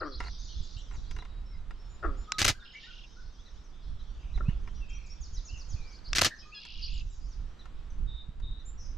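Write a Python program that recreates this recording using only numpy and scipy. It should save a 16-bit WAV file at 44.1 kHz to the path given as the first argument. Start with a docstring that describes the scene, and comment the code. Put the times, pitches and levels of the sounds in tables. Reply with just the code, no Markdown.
"""Camera in an open marsh

Close to the microphone a hand-held reflex camera takes two pictures: a latch ticks, then noise bursts ring
its body as mirror, curtains and winder clatter. Fingers knock on the lens barrel, exciting its damped modes.
In the reeds a frog twangs with rough pulses through a resonant throat, and birds slur, chip, whistle, rattle
and buzz on gliding tones. Filtered noise makes the wind on the microphone and a background hush of marsh
and microphone noise, over a distant chorus of short, blurred notes.
"""
import sys
import numpy as np
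from scipy import signal
from scipy.fft import rfft, irfft
from scipy.io import wavfile
from scipy.ndimage import uniform_filter1d

SR = 44100
rng = np.random.default_rng(int(sys.argv[2]) if len(sys.argv) > 2 else 0)


def waveform_to_disk(signal):
    """Save audio, clipped to [-1, 1], as 16-bit WAV at the path in sys.argv[1]."""
    frames = np.transpose(np.atleast_2d(signal))
    scaled = np.clip(frames, -1, 1) * 32767
    samples = np.round(scaled).astype(np.int16)
    wavfile.write(sys.argv[1], SR, samples)


N = 395577
T = np.arange(N) / SR

# hard clatter of small camera parts, as a spectrum: [f/Hz, density/dB per Hz]
CLATTER = [(300, -12.5), (700, -3.5), (1300, 3), (2500, 3.5), (5000, 5.5), (6600, 0.5), (8000, -6),
           (11000, -17), (15000, -41)]
SLUR_T60_S = 0.7  # the high slurs carry to the wood and linger


def undb(db):
    """Decibels to gain."""
    return 10 ** (np.asarray(db) / 20)


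def unit(x):
    """Scale to rms 1."""
    return x / np.sqrt(np.mean(x ** 2))


def fade(t, t60):
    """Exponential decay that starts at t = 0 and loses 60 dB in t60 seconds."""
    return (t >= 0) * np.exp(-np.log(1000) * np.maximum(t, 0) / max(abs(t60), 1 / SR))


def add(out, s, x):
    """Mix x into out from time s on."""
    i = max(int(s * SR), 0)
    k = max(min(x.shape[-1], N - i), 0)
    out[..., i:i + k] += x[..., :k]


def pan(left_db):
    """Gains of the two channels for a left-minus-right level."""
    return undb(np.array([[left_db], [-left_db]]) / 2)


def convolve(x, response):
    """Pass x through a response scaled to unit power."""
    response = np.atleast_2d(response / np.sqrt(np.sum(response ** 2, axis=-1, keepdims=True)))
    return signal.oaconvolve(np.atleast_2d(x), response, axes=-1)[:, :x.shape[-1]]


def colour(x, points):
    """Causal minimum-phase filter of unit power through (Hz, dB) points."""
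    hz, db = np.transpose(points)
    size = 2 ** 14
    f = np.maximum(np.fft.rfftfreq(size, 1 / SR), 1)
    cepstrum = irfft(np.log(undb(np.interp(np.log(f), np.log(hz), db))))
    # folding the cepstrum forward in time makes the filter causal
    cepstrum[1:size // 2] *= 2
    cepstrum[size // 2 + 1:] = 0
    return convolve(x, irfft(np.exp(rfft(cepstrum))))


def ring(x, modes, in_phase=False):
    """Damped modes (Hz, width, dB) driven by x; neighbours swing against each other unless in phase."""
    t = T[:SR // 10]
    response = np.zeros(len(t))
    for k, (hz, width, db) in enumerate(modes):
        angle = 2 * np.pi * hz * t
        swing = np.cos(angle) if in_phase else (-1) ** k * np.sin(angle)
        response += undb(db) * width * np.exp(-np.pi * width * t) * swing
    return convolve(x, response)


def stereo_noise(size, side_db):
    """Noise with a part common to both sides and a part opposed between them."""
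    mid, side = rng.standard_normal((2, size))
    return unit(mid + undb(side_db) * side * np.array([[1], [-1]]))


def walk(rate, size=N):
    """Smoothed random drift of rms 1, drawn afresh rate times a second."""
    k = int(SR / rate)
    steps = np.repeat(rng.standard_normal(size // k + 1), k)
    return unit(uniform_filter1d(uniform_filter1d(steps, k), k)[:size])


def scatter(x, t60):
    """Reeds and the wood's edge scatter a sound into a soft tail."""
    t = T[:SR]
    onset = 1 - np.exp(-t / 0.0029)
    return convolve(x, stereo_noise(len(t), side_db=-4.0) * fade(t, t60) * onset)


def rattle(t, t60, grain_db, side_db, blow):
    """A first blow, then a dying swarm of tiny collisions of uneven size."""
    sizes = unit(uniform_filter1d(undb(grain_db * rng.standard_normal(len(t))), size=12))
    force = stereo_noise(len(t), side_db) * sizes * fade(t, t60)
    force[:, 0] += blow
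    return force


def note(hz, edge):
    """A bird's nearly pure tone on a pitch track, with soft ends."""
    window = signal.windows.tukey(len(hz), np.clip(edge, 0, 1))
    return np.sqrt(2) * window * np.sin(2 * np.pi * np.cumsum(hz) / SR)


def arc(length, start, middle, end):
    """A pitch track bending through three frequencies."""
    u = np.linspace(0, 1, max(int(length * SR), 2))
    return np.polyval(np.polyfit([0, .5, 1], [start, middle, end], 2), u)


def whistle(hz):
    """A whistled note; wide slurs are less steady than held ones."""
    unsteady = 0.0025 + 0.075 * np.std(hz) / np.mean(hz)
    tone = note(hz * (1 + unsteady * walk(700, len(hz))), edge=0.51)
    return tone * undb(2 * walk(110, len(hz)))


def buzz(length, centre, swing, rate, rough, fade_db, open_s):
    """A trill that starts as a plain tone, then snaps up and slides down many times a second."""
    t = T[:int(length * SR)]
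    edge_s = 0.026  # swell and dying away, shortened in brief trills
    cycle = 2 * np.pi * np.cumsum(rate * (1 + 0.018 * walk(40.2, len(t)))) / SR
    sweep = np.sin(np.pi / 2 * signal.sawtooth(cycle, .15))
    opening = 1 - np.exp(-(t / open_s) ** 2)
    hz = centre + swing * opening * (sweep + rough * walk(500, len(t)))
    tone = note(hz, edge=min(2 * edge_s / length, .6))
    # the low turn of each sweep sounds strongest, and the loudness wavers
    return tone * centre / hz * undb(fade_db * t / length + 2 * walk(90, len(t)))


def background_hush():
    """A steady background hush of marsh and microphone noise, filtered noise swelling a little."""
    # background hush with microphone hiss near 12 kHz: [f/Hz, density/dB per Hz]
    hush = [(60, -10.5), (170, -4.5), (330, -10.5), (600, -16.5), (1300, -15.5), (2100, -23.5),
            (2700, -23.5), (3700, -25), (6000, -37), (7600, -35), (9500, -53), (12000, -47.5),
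            (15000, -73.5)]
    return unit(colour(stereo_noise(N, side_db=-5.5), hush)) * undb(-61.0 + 1.72 * walk(2.089))


def wind():
    """Gusts rock the microphone, finer turbulence rides on them, single eddies thud."""
    # wind at the microphone: [t/s, strength/dB]
    gusts = [(0.0, -45.5), (0.52, -43.5), (1.0, -39.5), (1.4, -43), (1.98, -42), (2.06, -32.5),
             (2.3, -49.5), (2.38, -40.5), (2.66, -53), (3.86, -46.5), (3.92, -36.5), (4.28, -45),
             (4.36, -29), (4.88, -42), (5.46, -45), (5.74, -30.5), (6.06, -53), (6.14, -37.5), (6.46, -54),
             (6.72, -49.5), (6.79, -36), (6.98, -44.5), (7.04, -33.5), (7.68, -48.5), (8.0, -34.5),
             (8.4, -43), (8.48, -36), (8.66, -50), (8.86, -37.5), (8.96, -45)]
    # slow pressure swings, then finer turbulence: [f/Hz, density/dB per Hz]
    buffet = [(10, -5), (22, 3), (35, 0), (55, -5), (80, -15.5), (130, -35), (600, -90.5)]
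    turbulence = [(40, -18.5), (95, 0.5), (170, -7), (260, -17), (500, -31), (1200, -52), (8000, -94.5)]
    # eddies that hit the microphone ports: [t/s, width/s, level/dB]
    eddies = [(0.611, 0.0022, -35), (0.768, 0.0032, -32), (0.982, 0.0029, -35), (4.375, 0.0058, -20.5),
              (4.489, 0.002, -15), (5.537, 0.0039, -31), (5.745, 0.0033, -23), (8.291, 0.0021, -33)]
    buffet_db, turbulence_db, gusts_per_s, gust_db = 1, -17.5, 16, 4
    strength = undb(np.interp(T, *np.transpose(gusts)) + gust_db * walk(gusts_per_s))
    slow = colour(stereo_noise(N, side_db=-13), buffet)
    # the gust sets the strength, so the random swell is evened out
    slow = slow / np.sqrt(uniform_filter1d(np.mean(slow ** 2, axis=0), size=4000))
    fine = unit(colour(stereo_noise(N, side_db=-6.5), turbulence))
    out = strength * (undb(buffet_db) * slow + undb(turbulence_db) * fine)
    for when, width, db in eddies:
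        u = (T - when) / width
        out = out + undb(db) * (1 - u ** 2) * np.exp(-u ** 2 / 2)
    return out * pan(-5)


def chorus():
    """Many far birds, short slurs up and down, blurred by distance."""
    # far birds: [t/s, level/dB]
    distance_levels = [(0, -57.5), (.6, -56), (1.1, -65.5), (1.4, -77), (2.3, -69), (2.8, -66), (3.4, -66),
                       (4.3, -70.5), (5, -66), (5.8, -68.5), (6.8, -61.5), (7.5, -73), (8.97, -91.5)]
    out = np.zeros(N)
    for when, span, pitch, slope, bend, size in rng.random((1400, 6)):
        hz = 3150 + 3200 * pitch
        glide = -.13 + 0.3 * slope
        track = arc(0.01793 + 0.037 * span, hz * (1 + glide), hz * (1 + 0.2 * (bend - .5)), hz * (1 - glide))
        add(out, when * N / SR, undb(-12 * size - 4 * pitch) * note(track, edge=0.53))
    blurred = unit(undb(-4.5) * out + scatter(out, t60=.4))
    return blurred * undb(np.interp(T, *np.transpose(distance_levels)))


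def slurs():
    """Falling slurs, alone or in even runs, each a straight downward glide of a whistle."""
    # runs: [first t/s, notes, spacing/s, note length/s, top f/Hz, end f/Hz, level/dB]
    runs = [(0, 1, 0, 0.015, 5300, 3730, -48.5), (0.619, 3, 0.15, 0.067, 8070, 5070, -64.5),
            (3.313, 3, 0.16, 0.055, 6700, 4880, -70), (4.888, 2, 0.17, 0.03, 8200, 4400, -63.5),
            (5.203, 5, 0.12, 0.075, 7390, 3700, -54.5), (6.927, 2, 0.165, .09, 7800, 5850, -67),
            (7.298, 1, 0, 0.051, 6880, 4280, -63.5)]
    out = np.zeros(N)
    for first, notes, apart, length, top, end, db in runs:
        for k in range(round(notes)):
            add(out, first + k * apart, undb(db) * whistle(np.linspace(top, end, int(length * SR))))
    return out


def frog():
    """A plucked-string call: rough pulses slacken in pitch, burst twice in a sinking throat and leave a low hum."""
    # twangs: [t/s, level/dB, half-width of the bright burst/s, second gulp/dB, hum/dB]
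    twangs = [(.004, -30, 0.018, -3.5, 0), (2.024, -27, 0.017, -10, -4), (4.384, -37, 0.0061, -13.5, -12)]
    # throat resonances at the first burst: [f/Hz, width/Hz, level/dB]
    throat = [(354, 38, 16.5), (635, 310, 10), (1154, 210, 14), (1369, 82, 25.5), (1822, 150, 10.5),
              (2700, 258, 7.5)]
    # the call loses its treble steeply: [f/Hz, level/dB]
    treble_loss = [(250, 2), (1950, -4), (2350, -15.5), (5000, -32.5)]
    burst_s, gulp_s, gulp_width_s = 0.024, 0.062, 0.02
    gulp_sag = .1  # the throat sinks by this share for the second gulp
    t = T[:SR // 3]
    burst, gulp, hum = np.zeros((3, N))
    for s, db, width, gulp_db, hum_db in twangs:
        hz = 118 + 68 * np.exp(-t / .07)
        phase = 2 * np.pi * np.cumsum(hz * (1 + 0.016 * walk(158, len(t)))) / SR
        pulses = unit(sum(np.cos(k * phase) for k in range(2, 16)))
        rasp = rng.standard_normal(len(t))
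        burst_shape = np.exp(-((t - burst_s) / width) ** 2)
        gulp_shape = np.exp(-((t - gulp_s) / gulp_width_s) ** 2)
        add(burst, s, undb(db) * burst_shape * (0.11 * pulses + .5 * rasp))
        add(gulp, s, undb(db + gulp_db) * gulp_shape * (0.12 * pulses + .2 * rasp))
        low = np.sin(2 * phase) + 0.97 * np.sin(3 * phase) + 0.64 * np.sin(4 * phase)
        hum_shape = np.minimum(t / 0.2, 1) * fade(np.maximum(t - .05, 0), t60=0.22)
        add(hum, s, undb(db + hum_db) * low * hum_shape)
    sunk = [(hz * (1 - gulp_sag), width, db) for hz, width, db in throat]
    call = colour(ring(burst, throat) + ring(gulp, sunk), treble_loss) * undb(-8.5) + hum
    return (call + undb(-14) * scatter(call, t60=0.64)) * pan(5.3)


def twitterer():
    """Each twitter is a fast buzz that dips and rises steeply, then a flick downwards."""
    # twitters: [t/s, pitch f/Hz, level/dB]
    twitters = [(.108, 4200, -49), (.236, 4280, -52), (5.917, 4550, -56), (6.036, 4430, -51.5),
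                (6.812, 4550, -43.5)]
    # evenly spaced course of the buzz: [share of its pitch]
    course = (0.89, 1.11, 1.02, 0.99, 1.02, 1.2, 1)
    length_s, swing_hz, sweeps_per_s = .066, 300, 205
    flick_s, flick_start, flick_end, flick_db = 0.018, 1.13, .87, -5  # start and end in shares of the pitch
    out = np.zeros(N)
    u = np.linspace(0, 1, int(length_s * SR))
    shape = np.interp(u, np.linspace(0, 1, len(course)), course)
    for s, hz, db in twitters:
        trill = buzz(length_s, hz * shape, swing_hz, sweeps_per_s, rough=0.092, fade_db=1.5, open_s=0.0063)
        add(out, s, undb(db) * trill)
        flick = hz * np.geomspace(flick_start, flick_end, int(flick_s * SR))
        add(out, s + length_s - flick_s / 4, undb(db + flick_db) * whistle(flick))
    return out


def fingers():
    """The grip shifts: short knocks ring the lens barrel, with dry ticks; a creak is a string of faint ones."""
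    # clear finger knocks: [t/s, level/dB, dry tick/dB]
    knocks = [(0.203, -31.5, -15), (.2105, -41, -22), (.261, -46.5, -24), (.281, -43.5, -15),
              (1.111, -46.5, -1), (1.164, -44, -9), (1.187, -43.5, -10), (1.222, -44.5, -17),
              (1.251, -46.5, -12), (1.708, -43, -14), (4.376, -44, -22), (4.6751, -43, -18),
              (6.652, -49, 0), (7.656, -49, -11), (8.400, -58.5, -3.5)]
    # creaks of the grip: [t/s, length/s, level/dB]
    creaks = [(0.222, .05, -45), (0.906, .06, -54), (4.486, .03, -53.5)]
    # lens barrel modes: [f/Hz, width/Hz, level/dB]
    barrel = [(426, 133, -0.5), (730, 37, 4), (990, 96, 6.5), (1380, 97, 5.5), (1820, 220, 3),
              (2120, 230, 2.5), (2836, 69, -1.5), (5150, 130, -8.5), (3540, 580, -17)]
    ticks_per_s, spread_db, creak_tick_db = 110, 2, -13
    knock, tick = np.zeros((2, 2, N))
    touches = list(knocks)
    for s, length, db in creaks:
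        slips = np.arange(0, length, 1 / ticks_per_s)
        for after, (late, size) in zip(slips, rng.standard_normal((32, 2))):
            touches.append((s + after + .25 * late / ticks_per_s, db + spread_db * size, creak_tick_db))
    for s, db, tick_db in touches:
        force = undb(db) * rattle(T[:SR // 10], t60=0.045, grain_db=-6.0, side_db=-7.5, blow=5.3)
        add(knock, s, force)
        add(tick, s, undb(tick_db) * force)
    return ring(knock, barrel) + colour(tick, CLATTER)


def blackbirds():
    """Two voices alternate in rattles that slow a little; a reedy note opens the last."""
    # rattles: [first pulse t/s, last pulse t/s, pulses, floor f/Hz of the low voice, level/dB,
    #           low voice/dB, scattered part/dB]
    songs = [(.2975, 0.766, 27, 3640, -55, -9, -5), (2.641, 3.025, 16, 2850, -68, 6, 7.5),
             (6.601, 6.9964, 23, 2717, -50, -2, -2.5)]
    # reedy note, harmonics from the second up: [level/dB]
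    reedy_levels = [-62.5, -57, -51.5, -54, -51]
    reedy_s, reedy_length_s, reedy_hz, reedy_sag = 6.538, 0.068, 874, 0.013
    high_hz, high_s = (5070, 4730, 3070), 0.0044  # a steep flick opens each pulse
    low_hz, low_lag_s, low_s, low_fall_s = 4464, 0.0066, 0.014, 0.00293  # a slower fall answers it
    low_rough, slowing = 0.058, 1.04  # a power above 1 spreads the later pulses
    near_t60_s, far_db = 0.062, -14  # a short blur from the reeds, a faint long tail from the wood
    out = np.zeros((2, N))
    flick = note(arc(high_s, *high_hz), edge=0.21)
    fall = np.exp(-T[:int(low_s * SR)] / low_fall_s)
    for first, last, pulses, floor_hz, db, low_db, scatter_db in songs:
        song = np.zeros(N)
        times = first + (last - first) * np.linspace(0, 1, round(pulses)) ** slowing
        for s, (high, low, detune) in zip(times, rng.standard_normal((40, 3))):
            unsteady = 1 + 0.0215 * detune + low_rough * walk(1100, len(fall))
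            answer = note((floor_hz + (low_hz - floor_hz) * fall) * unsteady, edge=0.22)
            add(song, s, undb(db + high) * flick)
            add(song, s + low_lag_s, undb(db + low_db + low) * answer)
        out += song + undb(scatter_db) * scatter(song, near_t60_s) + undb(far_db) * scatter(song, SLUR_T60_S)
    hz = reedy_hz * arc(reedy_length_s, 1 + reedy_sag, 0.95, 1 - reedy_sag)
    for k, db in enumerate(reedy_levels, 2):
        add(out, reedy_s, undb(db) * whistle(k * hz))
    return out


def short_notes():
    """Single notes that rise, arch or sag, each bent through three pitches."""
    # notes: [t/s, length/s, start f/Hz, middle f/Hz, end f/Hz, level/dB]
    singles = [(0.398, 0.086, 5400, 6630, 7100, -67), (0.49, 0.03, 4160, 4400, 4300, -58),
               (.76, 0.053, 2650, 3000, 3650, -60), (1.022, 0.13, 3380, 4600, 6930, -66),
               (1.509, 0.065, 2190, 2110, 1960, -71), (2.239, .045, 3970, 3470, 2950, -69),
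               (2.537, .032, 1370, 1540, 1680, -57), (2.577, 0.09, 1285, 1487, 1240, -62.5),
               (2.594, 0.046, 4110, 3560, 3690, -58.5), (2.828, 0.036, 1770, 1850, 2020, -59),
               (2.836, 0.028, 3680, 3740, 3880, -53.5), (2.86, 0.06, 1300, 1515, 1280, -59.5),
               (3.157, 0.072, 1310, 1495, 1320, -63), (3.382, 0.036, 3180, 3460, 3950, -66),
               (3.536, 0.062, 2800, 3320, 4130, -73), (4.448, .06, 2490, 2665, 3130, -59),
               (4.804, 0.058, 2780, 2665, 2460, -61), (5.481, 0.048, 2700, 2750, 3220, -58),
               (5.53, 0.054, 3000, 2730, 2540, -55.5), (5.791, 0.16, 3620, 4830, 7340, -64.5),
               (6.421, 0.029, 2640, 2516, 2480, -57), (6.513, 0.062, 2230, 2780, 2650, -51.5),
               (7.22, 0.091, 4760, 5650, 7100, -67), (7.901, 0.011, 6295, 6060, 5420, -64)]
    out = np.zeros(N)
    for s, length, start, middle, end, db in singles:
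        add(out, s, undb(db) * whistle(arc(length, start, middle, end)))
    return out


def whistlers():
    """Chips with three harmonics lift, then drop; held whistles scoop up to their pitch."""
    # one bird's contact chips: [t/s, level/dB]
    chips = [(1.18, -55.5), (2.316, -52), (3.453, -57.5), (3.988, -64), (4.334, -55.5), (5.362, -54.5),
             (7.585, -56.5), (8.59, -60)]
    # chip harmonics from the first up, the second carries it: [level/dB]
    harmonics = [-14.5, -1, -18.5]
    # held whistles: [t/s, length/s, pitch f/Hz, level/dB]
    held = [(0.757, 0.066, 4000, -64), (0.872, 0.27, 3920, -69.5), (1.27, 0.15, 3850, -69.5),
            (1.426, 0.24, 3900, -77), (1.438, 0.12, 5410, -70), (1.527, .06, 5030, -71.5),
            (1.758, 0.14, 5380, -70), (1.879, 0.1, 7080, -67), (2.162, 0.093, 7120, -65.5),
            (2.15, 0.13, 5370, -73), (2.263, 0.17, 1263, -48), (2.48, 0.087, 7150, -73),
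            (2.627, 0.14, 5230, -66), (2.744, 0.048, 2312, -48), (3.007, 0.28, 5260, -69.5),
            (4.737, 0.089, 5790, -65), (4.87, 0.13, 3190, -60.5), (4.925, 0.059, 5830, -55.5),
            (5.092, 0.057, 5590, -52), (6.443, 0.096, 1228, -56), (8.645, 0.078, 7280, -57.5)]
    chip_s, chip_arc_hz = .042, (1775, 2002, 1559)
    scoop_share, scoop_s = 0.26, 0.0065
    out = np.zeros(N)
    for s, db in chips:
        for k, harmonic_db in enumerate(harmonics, 1):
            add(out, s, undb(db + harmonic_db) * whistle(k * arc(chip_s, *chip_arc_hz)))
    for s, length, hz, db in held:
        scoop = 1 - scoop_share * np.exp(-T[:int(length * SR)] / scoop_s)
        add(out, s, undb(db) * whistle(hz * scoop))
    return out


def shutter():
    """The latch ticks; mirror, curtains and winder each strike the body and rattle out."""
    # pictures taken: [latch t/s, latch level/dB, curtain t/s, mechanism level/dB]
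    shots = [(2.3203, -18.5, 2.4495, -0.5), (6.1317, -19, 6.2163, -0.5)]
    # strokes of one cycle: 3 as the mirror swings up, 2 as it lands and bounces, 3 as the curtains run and
    # stop, 2 as the mirror drops and settles, 4 as the winder cocks it again:
    # [t after the curtain/s, level/dB, rattle t60/s, bright sizzle/dB, thump/dB]
    strokes = [(-.0663, -26.5, 0.054, -22, -10), (-.0595, -24.5, 0.093, -13, -12.5),
               (-.048, -25.5, 0.085, -23, -11.5), (-.0332, -18, .028, -19, -3.5),
               (-.0258, -21.5, 0.044, -23, -5), (-.0052, -24.5, 0.062, -11, -6.5),
               (0, -10.5, 0.011, -10, -6.5), (.003, -17.5, 0.017, -12.5, 4.5),
               (0.012, -24.5, 0.059, -20, -5.5), (.018, -24.5, 0.032, -20, -10.5),
               (0.0297, -16.5, 0.042, -11.5, -8), (0.0333, -19, 0.023, -14.5, -9.5),
               (.038, -20, 0.066, -20, -8), (.046, -24.5, 0.074, -18, -3)]
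    # modes of the camera body, then of the latch: [f/Hz, width/Hz, level/dB]
    body_modes = [(1350, 78, -4.5), (1730, 120, -0.5), (2033, 35, 4), (2310, 63, -3), (2540, 40, 0.5),
                  (2860, 91, 0), (3810, 82, -1.5), (4315, 120, -2.5), (4930, 210, -5), (5630, 210, 0.5),
                  (5960, 172.8, -8), (6400, 69, -4), (9900, 100, -12), (12400, 180, -23.5)]
    latch_modes = [(1160, 290, 0), (1588, 320, 2), (2670, 220, 3.5), (3586, 210, -1), (4770, 480, 0),
                   (5430, 600, 3.5), (7150, 570, -7.5), (9260, 420, -39)]
    # spectra of the bright small parts and of the dull thump: [f/Hz, density/dB per Hz]
    sizzle_colour = [(500, -64.5), (4000, -36.5), (7500, 3.5), (9800, 3.5), (11200, -6), (12400, 4),
                     (13000, -16.5), (15500, -22)]
    thump_colour = [(30, -10.5), (90, 8), (200, -2.5), (320, -1), (480, -6.5), (680, -3), (1000, -1.5),
                    (1800, -22.5), (9000, -70)]
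    sizzle_share = 0.96  # of the rattle t60: the bright parts settle sooner
    latch, parts, sizzle, thump = np.zeros((4, 2, N))
    t = T[:SR // 6]
    for latch_s, latch_db, curtain_s, shot_db in shots:
        add(latch, latch_s, undb(latch_db) * rattle(t, t60=.011, grain_db=0.5, side_db=-7.5, blow=6.7))
        for delay, db, t60, sizzle_db, thump_db in strokes:
            # long rattles are sliding parts that take a moment to get going; short ones are dead stops
            push = undb(shot_db + db) * (1 - np.exp(-(t + 1 / SR) / (.011 * t60)))
            force = push * rattle(t, t60, grain_db=6.5, side_db=-9, blow=1.8)
            bright = push * rattle(t, sizzle_share * t60, grain_db=6.5, side_db=-3.0, blow=0.98)
            add(parts, curtain_s + delay, force)
            add(sizzle, curtain_s + delay, undb(sizzle_db) * bright)
            add(thump, curtain_s + delay, undb(thump_db) * force.mean(axis=0))
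    body = undb(-7.5) * ring(parts, body_modes, in_phase=True) + colour(parts, CLATTER)
    tick = ring(latch, latch_modes) + undb(-14.5) * colour(latch, CLATTER)
    bright_and_dull = colour(sizzle, sizzle_colour) * pan(5.49) + colour(thump, thump_colour) * pan(-.8)
    return body * pan(.3) + tick * pan(-2.3) + bright_and_dull


def trillers():
    """Buzzing trills of several birds, tones swept up and down in pitch, some hoarse and sinking."""
    # trills: [t/s, length/s, centre f/Hz, glide/Hz, swing/Hz, sweeps per s, hoarseness as share of the
    #          swing, level/dB, level change over the note/dB, time for the swing to open/s]
    trills = [(2.62, 0.021, 1646, 2, 170, 230, .1, -53.5, 1, 0.0022),
              (2.728, 0.055, 2080, -2, 200, 280, 0.28, -55, -0.5, .005),
              (2.788, 0.22, 4106, -2, 1245, 130, 0.198, -57.5, -11, 0.00194),
              (3.729, 0.45, 3400, 0, 219, 87, 0.58, -76, 4.5, 0.0091),
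              (4.174, .17, 2910, -300, 201, 76, .8, -69, -2.5, 0.011),
              (4.878, 0.31, 2600, -230, 111, 71, 0.98, -58, -13.5, .01),
              (5.745, 0.21, 2510, -260, 45.2, 52, 1.03, -63, -6, .01),
              (6.299, 0.039, 1770, -3, 110.6, 58, 0.46, -45, -5, .005),
              (6.369, 0.058, 5200, 4, 330, 260, 0.09, -63.5, 12, 0.018),
              (8.06, 0.18, 3730, 0, 115, 123, .05, -57, -1.5, .01),
              (8.411, 0.19, 3735, 3, 111.5, 112, 0.11, -59, 1.5, 0.0091),
              (8.772, 0.18, 5770, -150, 605, 160, 0.16, -50.5, -22, 0.032)]
    out = np.zeros(N)
    for s, length, hz, glide, swing, rate, rough, db, fade_db, open_s in trills:
        centre = hz + glide * np.linspace(0, 1, int(length * SR))
        add(out, s, undb(db) * buzz(length, centre, swing, rate, rough, fade_db, open_s))
    return out


def birds():
    """The nearer birds, heard directly and scattered by the reeds."""
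    clear, short, falls, trills = whistlers() + twitterer(), short_notes(), slurs(), trillers()
    far = undb(-6.5) * clear + undb(-0.5) * short + undb(-0.5) * trills
    tails = scatter(far, t60=0.35) + undb(-2) * scatter(falls, SLUR_T60_S)
    return (clear + short + falls + trills + tails + blackbirds()) * pan(-0.31)


def scene():
    """Camera close by, animals in the reeds, wind on the microphone, a background hush."""
    camera = shutter()
    camera_in_marsh = camera + undb(-30.5) * scatter(camera, t60=.3)
    return camera_in_marsh + fingers() + frog() + birds() + chorus() + wind() + background_hush()


def record(dry):
    """The recorder cuts the top with a steep low-pass at 14.7 kHz."""
    return signal.sosfilt(signal.ellip(12, .2, 70, 14700, fs=SR, output="sos"), dry)


dry = scene()
out = record(dry)
waveform_to_disk(out)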